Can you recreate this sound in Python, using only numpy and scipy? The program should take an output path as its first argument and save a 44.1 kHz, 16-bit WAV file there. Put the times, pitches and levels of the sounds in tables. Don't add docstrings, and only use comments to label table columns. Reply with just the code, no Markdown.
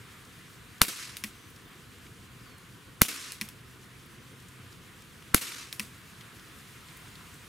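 import sys
import numpy as np
from scipy import signal
from scipy.fft import rfft, irfft, next_fast_len
from scipy.io import wavfile
from scipy.ndimage import uniform_filter1d, map_coordinates

SR = 44100
rng = np.random.default_rng(int(sys.argv[2]) if len(sys.argv) > 2 else 0)


def how_loud(loudness_db):
    steps = np.asarray(loudness_db, float) / 20
    return 10 ** steps


def wav_out(sig):
    wavfile.write(sys.argv[1], SR, np.round(np.clip(np.atleast_2d(sig).T, -1, 1) * 32767).astype(np.int16))


N = 329868
LEFT_RIGHT = np.array([[1], [-1]])


def unit(x):
    return x / np.sqrt(np.mean(x ** 2) + 1e-20)


def along(points, hz):
    f, v = np.transpose(points)
    return np.interp(np.log(hz + 1), np.log(f + 1), v)


def wobble(rate):
    knots = rng.standard_normal(int(N * rate / SR) + 4)
    return map_coordinates(knots, [np.arange(N) * rate / SR])


def filtered(x, response):
    m = next_fast_len(x.shape[-1] + 8192)
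    return irfft(rfft(x, m) * response(np.fft.rfftfreq(m, 1 / SR)), m)[..., :x.shape[-1]]


def resonance(f, center, width):
    return 1j * f * width / (center * center - f * f + 1j * f * width)


def resonances(modes):
    return lambda f: sum((-1) ** k * how_loud(db) * resonance(f, c, w) for k, (c, w, db) in enumerate(modes))


def below(top_hz):
    return lambda f: np.clip((top_hz - f) / 120 + .5, 0, 1)


def add(out, s, x):
    part = out[..., round(s * SR):round(s * SR) + x.shape[-1]]
    part += x[..., :part.shape[-1]]


def blip(hz, cycles, t):
    return np.sin(2 * np.pi * hz * t) * np.exp(-hz * t / cycles)


def fade(t, t60_s):
    return how_loud(-60 * t / t60_s)


# pitch_hz, likeness [0-1]
ALIKE = [(40, 0.93), (130, 0.91), (300, 0.71), (650, 0.86), (1400, .75), (3100, 0.55), (7500, 1),
         (15000, 0.45)]


def rush(spectrum, size, patchy_db):
    z = signal.stft(rng.standard_normal((2, size + 512)), nperseg=512)[2]
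    field = uniform_filter1d(rng.standard_normal(z.shape[1:]), 8, 0)
    field = uniform_filter1d(field, 6, 1)
    pair = signal.istft(z * how_loud(patchy_db * unit(field)), nperseg=512)[1][:, :size]

    def spread(hz):
        turn = np.arccos(np.clip(along(ALIKE, hz), -1, 1)) / 2
        return how_loud(along(spectrum, hz)) * [np.cos(turn), np.sin(turn)]

    mid, side = filtered(pair, spread)
    return unit(np.array([mid + side, mid - side]))


def answer(spectrum, t60s, clumps_db=1):
    hz, t, z = signal.stft(rush(spectrum, size=SR, patchy_db=-1.5), SR, nperseg=128)
    clumps = how_loud(clumps_db * unit(uniform_filter1d(rng.standard_normal(len(t)), size=5)))
    return signal.istft(z * clumps * fade(t, along(t60s, hz)[:, None]), SR, nperseg=128)[1][:, :SR]


# start_s, blast_db, push_db, push_hz, fence_smear_s
SHOTS = [
    (.8160, -1.5, -18.5, 215, .0004),
    (3.0170, -4, -12, 225, 0.0008),
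    (5.3448, -6, -12.5, 290, 0.0044),
]
# delay_s, level_db, pitch_hz
SLAPS = [
    (.0058, -4, 4500),
    (.0073, 1, 8000),
    (.018, -10, 7500),
    (.0348, -9, 2600),
    (.1743, -24, 2200),
    (.083, -17, 5500),
    (.258, -29, 2500),
]
# pitch_hz, width_hz, level_db
MUZZLE = [(1110, 286, -0.5), (2270, 570, 1.5), (4530, 990, -6.5), (6250, 310, 1), (8800, 600, -7),
          (11250, 660, 2.5), (13630, 2300, -19)]


def pistol():
    out, t = np.zeros((2, N)), np.arange(SR // 20) / SR
    for s, blast_db, push_db, push_hz, _ in SHOTS:
        jet = [(hz, width, db + (push_db + 13) * (hz > 5500)) for hz, width, db in MUZZLE]
        gas = rng.standard_normal((4, len(t)))
        hammer = blip(1750, 5, t) + .5 * blip(3600, 6, t) + .2 * gas[0] * fade(t, .03)
        add(out, s - .0046, how_loud(-22) * hammer * (1 - np.exp(-t / .0015)))
        add(out, s - .0031, how_loud(-17.5) * blip(1500, 1.6, t))

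        burst = 0.25 * (gas[1] + .5 * LEFT_RIGHT * gas[2]) * fade(t, 0.007) * (t > .00025)
        burst[:, [4, 14]] -= [1.5, 4]
        crack = how_loud(blast_db + 14.5 + 0.61 * LEFT_RIGHT) * filtered(burst, resonances(jet))
        add(out, s, crack)
        add(out, s + .00139, how_loud(-6) * crack[::-1])
        venting = (gas[3] + .4 * LEFT_RIGHT * gas[0]) * fade(t, 0.064)
        hiss = filtered(venting, resonances([(6500, 6500, -6.0), (11400, 1800, 2.5)]))
        add(out, s + 0.0014, 0.41 * how_loud(-1.5) * hiss)

        port_t = np.maximum(t - [[0], [.0004]], 0)
        add(out, s + .0019, how_loud(push_db + 12) * blip(push_hz, .65, port_t))
        add(out, s + 0.0018, .15 * blip(90, 0.396, t))
        add(out, s + .003, .34 * LEFT_RIGHT * blip(90, 0.3, t))

        for delay, db, hz in SLAPS:
            grit = .3 * (delay < .02) * rng.standard_normal(len(t)) * np.exp(-t / .0003)
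            add(out, s + delay, how_loud(db + rng.normal(0, 1.2)) * (blip(hz, .9, t) + grit))
    return out


# pitch_hz, level_db [dB per Hz]
NEAR = [(59, -50.5), (100, -17), (239, -5.5), (970, -13), (1280, -7), (1800, -9), (2170, -3), (4470, -8),
        (12100, -5.5), (16000, -15.5)]
# start_s, peak_db
RESET = [
    (1.1684, -22.5),
    (3.3202, -22.5),
    (3.488, -30),
    (5.727, -21.5),
]
# pitch_hz, width_hz, level_db
SEAR = [(1490, 1100, -11), (2550, 1100, -2.5), (4580, 1430, -1), (7000, 1400, -6), (9600, 1930, -4.5),
        (12000, 1700, -5), (15600, 2300, -10.5)]


def sear():
    out, t = np.zeros((2, N)), np.arange(SR // 6) / SR
    for s, db in RESET:
        scrape = rng.standard_normal(len(t)) * fade(t, .012)
        add(out, s, how_loud(db + 3.5 + .5 * LEFT_RIGHT) * filtered(scrape, resonances(SEAR)))
        add(out, s, how_loud(db - 22.0) * answer(NEAR, [(1000, 0.092), (10000, 0.23)]))
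    return out


# start_s, peak_db, table_knock_db
STOP = [
    (1.238, -17.5, -21.5),
    (3.4121, -17, -21),
    (5.7958, -16, -23.5),
]
# pitch_hz, width_hz, level_db
FRAME = [(1050, 100, -8.5), (1920, 270, -1.5), (2460, 320, 1.5), (3300, 1100, -9), (4300, 600, -7.5),
         (5550, 640, -7.5), (9700, 810, -8.5), (14080, 1100, -14)]


def trigger():
    out, t = np.zeros((2, N)), np.arange(SR // 6) / SR
    k = np.arange(5)
    delays = .0006 + np.cumsum(np.r_[0, 0.0019 * .85 ** k])
    for s, db, knock_db in STOP:
        blows = 0.11 * rng.standard_normal(len(t)) * fade(t, 0.018)
        blows[np.round(delays * SR).astype(int)] += how_loud(np.r_[2.0, -8 + 0.5 * k])
        add(out, s, how_loud(db + 20.5 + .8 * LEFT_RIGHT) * filtered(blows, resonances(FRAME)))
        knock = (blip(212.3, 3.9, t) + 0.29 * blip(295, 3.36, t)) * (1 - np.exp(-t / 0.002))
        add(out, s + 0.0031, how_loud(db + knock_db + 5.5) * knock)
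        add(out, s + 0.001, how_loud(db - 24) * answer(NEAR, [(1000, 0.36), (10000, 0.24)]))
    return out


# pitch_hz, level_db [dB per Hz]
FAR = [(59, -55), (100, -13), (197, -12), (277, -1), (768, -14), (1170, -3.5), (2370, -2), (3050, -3),
       (8830, -5), (12400, -8.5), (16000, -22)]
# pitch_hz, t60_s
NEAR_T60 = [(200, 0.25), (2000, 0.22), (10000, 0.22)]
FENCE_T60 = [(200, 0.2), (2000, 0.15), (10000, 0.11)]
FAR_T60 = [(200, 0.77), (1500, 1), (5000, 0.98), (10000, 0.73), (15000, 0.62)]


def far_echoes():
    out, t = np.zeros((2, N)), np.arange(SR) / SR
    fence_delay_s, garden_end_s, break_db_per_s = .0657, 0.21, 67
    for s, *_, smear in SHOTS:
        start = (1 - np.exp(-t / smear)) * (1 + 1.2 * np.exp(-t / .0005))
        add(out, s + 0.0028, how_loud(-17) * answer(NEAR, NEAR_T60, clumps_db=-1.5))
        add(out, s + fence_delay_s, how_loud(-21.5) * start * answer(NEAR, FENCE_T60, clumps_db=-0.5))
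        garden_db = -29 - break_db_per_s * np.clip(t - garden_end_s, 0, 1)
        add(out, s + fence_delay_s, how_loud(garden_db) * start * answer(FAR, FAR_T60, clumps_db=1.3))
    return out


# start_s, level_db, pitch_hz
TWIGS = [(.25, -53, 7000), (.78, -51, 5000), (1.5, -52, 12000), (1.56, -48.5, 5500), (1.982, -55, 7900),
         (2.064, -44, 2300), (2.58, -54, 9000), (4.06, -56.5, 12000), (4.4, -51, 6000), (4.484, -51, 8000),
         (4.725, -46, 4370), (5.02, -51, 6500), (5.222, -44.5, 2900), (6.208, -40, 3380),
         (6.394, -45.5, 3800), (6.885, -46, 3700), (6.97, -49, 11400), (7.08, -50, 6000),
         (7.154, -43, 3600), (7.34, -51, 8800)]


def leaf_ticks():
    out, t = np.zeros((2, N)), np.arange(SR // 40) / SR
    for s, db, hz in TWIGS:
        crackle = rng.standard_normal((2, len(t))) * fade(t, 0.029) * (1 - np.exp(-t / 0.0015))
        tick = filtered(crackle[0] + .3 * crackle, resonances([(hz, 0.47 * hz, 0)]))
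        add(out, s, how_loud(db + 9.0) * tick)
    return out


# start_s, length_s, first_hz, last_hz, level_db
BIRDS = [
    (1.36, .16, 6100, 6050, -68),
    (1.55, .08, 6000, 5800, -74),
    (1.62, .12, 15600, 14650, -72),
    (2.385, .26, 5300, 4170, -67.5),
    (4.1, .07, 6000, 5950, -71),
    (4.19, .08, 6050, 6000, -72),
    (6.53, .05, 13000, 11500, -68),
    (6.57, .04, 12600, 11800, -69),
]


def birds():
    out = np.zeros((2, N))
    for s, length, first_hz, last_hz, db in BIRDS:
        u = np.linspace(0, 1, round(length * SR))
        slide = (last_hz - first_hz) * (1 - (1 - u) ** 2.2)
        pitch_hz = first_hz + slide + 20 * wobble(170)[:len(u)]
        swell = np.sin(np.pi * u ** .7) ** .5
        add(out, s, how_loud(db + 3) * swell * np.sin(2 * np.pi * np.cumsum(pitch_hz) / SR))
    return out


# peak_s, length_s, pitch_hz, level_db
REVS = [
    (2.2, .5, 129.5, -57.5),
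    (3.75, 1, 123.9, -56),
    (4.151, 0.23, 124, -52.5),
    (4.642, 0.344, 128.3, -50.5),
]


def far_engine():
    t, out = np.arange(N) / SR, np.zeros(N)
    drift = np.cumsum(1.553 * wobble(6.4)) / SR
    flutter_db = 1.4 * wobble(6.1)
    for s, length, hz, db in REVS:
        turn = 2 * np.pi * (hz * t + drift)
        drone = np.sin(turn) + 0.23 * np.sin(2 * turn) + 0.2 * np.sin(3 * turn)
        out += how_loud(db + flutter_db) * np.exp(-np.abs(t - s) / (length / 2)) * drone
    return out


# time_s, level_db
BREEZE = [(0, 0.5), (1.5, 0), (2.6, -1), (3.7, -1), (4.5, -0.25), (5.6, 0.3), (7, 2.5), (7.48, 1.8)]
# pitch_hz, level_db [dB per Hz]
TRAFFIC = [(12, -46), (20, -41), (38, -10.5), (119, -1), (152, -4), (250, -8.5), (400, -12.5), (530, -15.5),
           (700, -23.5), (1000, -54), (1400, -120)]
LEAVES = [(330, -72), (560, -8), (800, -5), (1030, -0.5), (1470, 0.5), (2940, -4), (3560, -6),
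          (5000, -16.5), (6500, -45), (11000, -120)]
HISS = [(1500, -120), (2650, -3), (4500, -0.5), (5170, -1), (9510, -1), (15200, -6.5), (15800, -12.5)]


def garden():
    breeze_db = np.interp(np.arange(N) / SR, *np.transpose(BREEZE))
    low = how_loud(-53.6 + 0.19 * wobble(5.1)) * rush(TRAFFIC, size=N, patchy_db=0.9)
    mid = how_loud(-55.5 + breeze_db + 0.51 * wobble(10)) * rush(LEAVES, size=N, patchy_db=0.98)
    high = how_loud(-59.5 + 1.3 * breeze_db + .85 * wobble(25)) * rush(HISS, size=N, patchy_db=.9)
    return low + mid + high


TOP_HZ, EDGE_HZ = 15900, 16470


def scene():
    spread_out = far_echoes() + leaf_ticks() + birds() + far_engine() + garden()
    return pistol() + sear() + trigger() + filtered(spread_out, below(TOP_HZ))


def low_pass(x):
    return signal.sosfilt(signal.butter(12, 16470, fs=SR, output="sos"), x)


# pitch_hz, width_hz, share_removed [0-1]
DIPS = [(592, 124, 0.62), (843, 160, 0.44)]


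def record(dry):
    t = np.arange(N) / SR
    after = np.cumsum([.0023, .0007, 0.056, 0.26])  # wait, fall, hold, release [s]
    duck_db = sum(np.interp(t - shot[0], after, [0, -9.5, -9.5, 0]) for shot in SHOTS)
    ducked = dry * how_loud(duck_db)
    clipped = ducked / (1 + np.abs(ducked / .95) ** 4) ** (1 / 4)

    def camera(f):
        body = np.prod([1 - share * resonance(f, c, w) for c, w, share in DIPS], axis=0)
        edge = np.interp(f, [TOP_HZ - 400, TOP_HZ + 200], [1, .45]) * below(EDGE_HZ - 60)(f)
        return body * edge

    return low_pass(filtered(clipped, camera))


dry = scene()
out = record(dry)
wav_out(out)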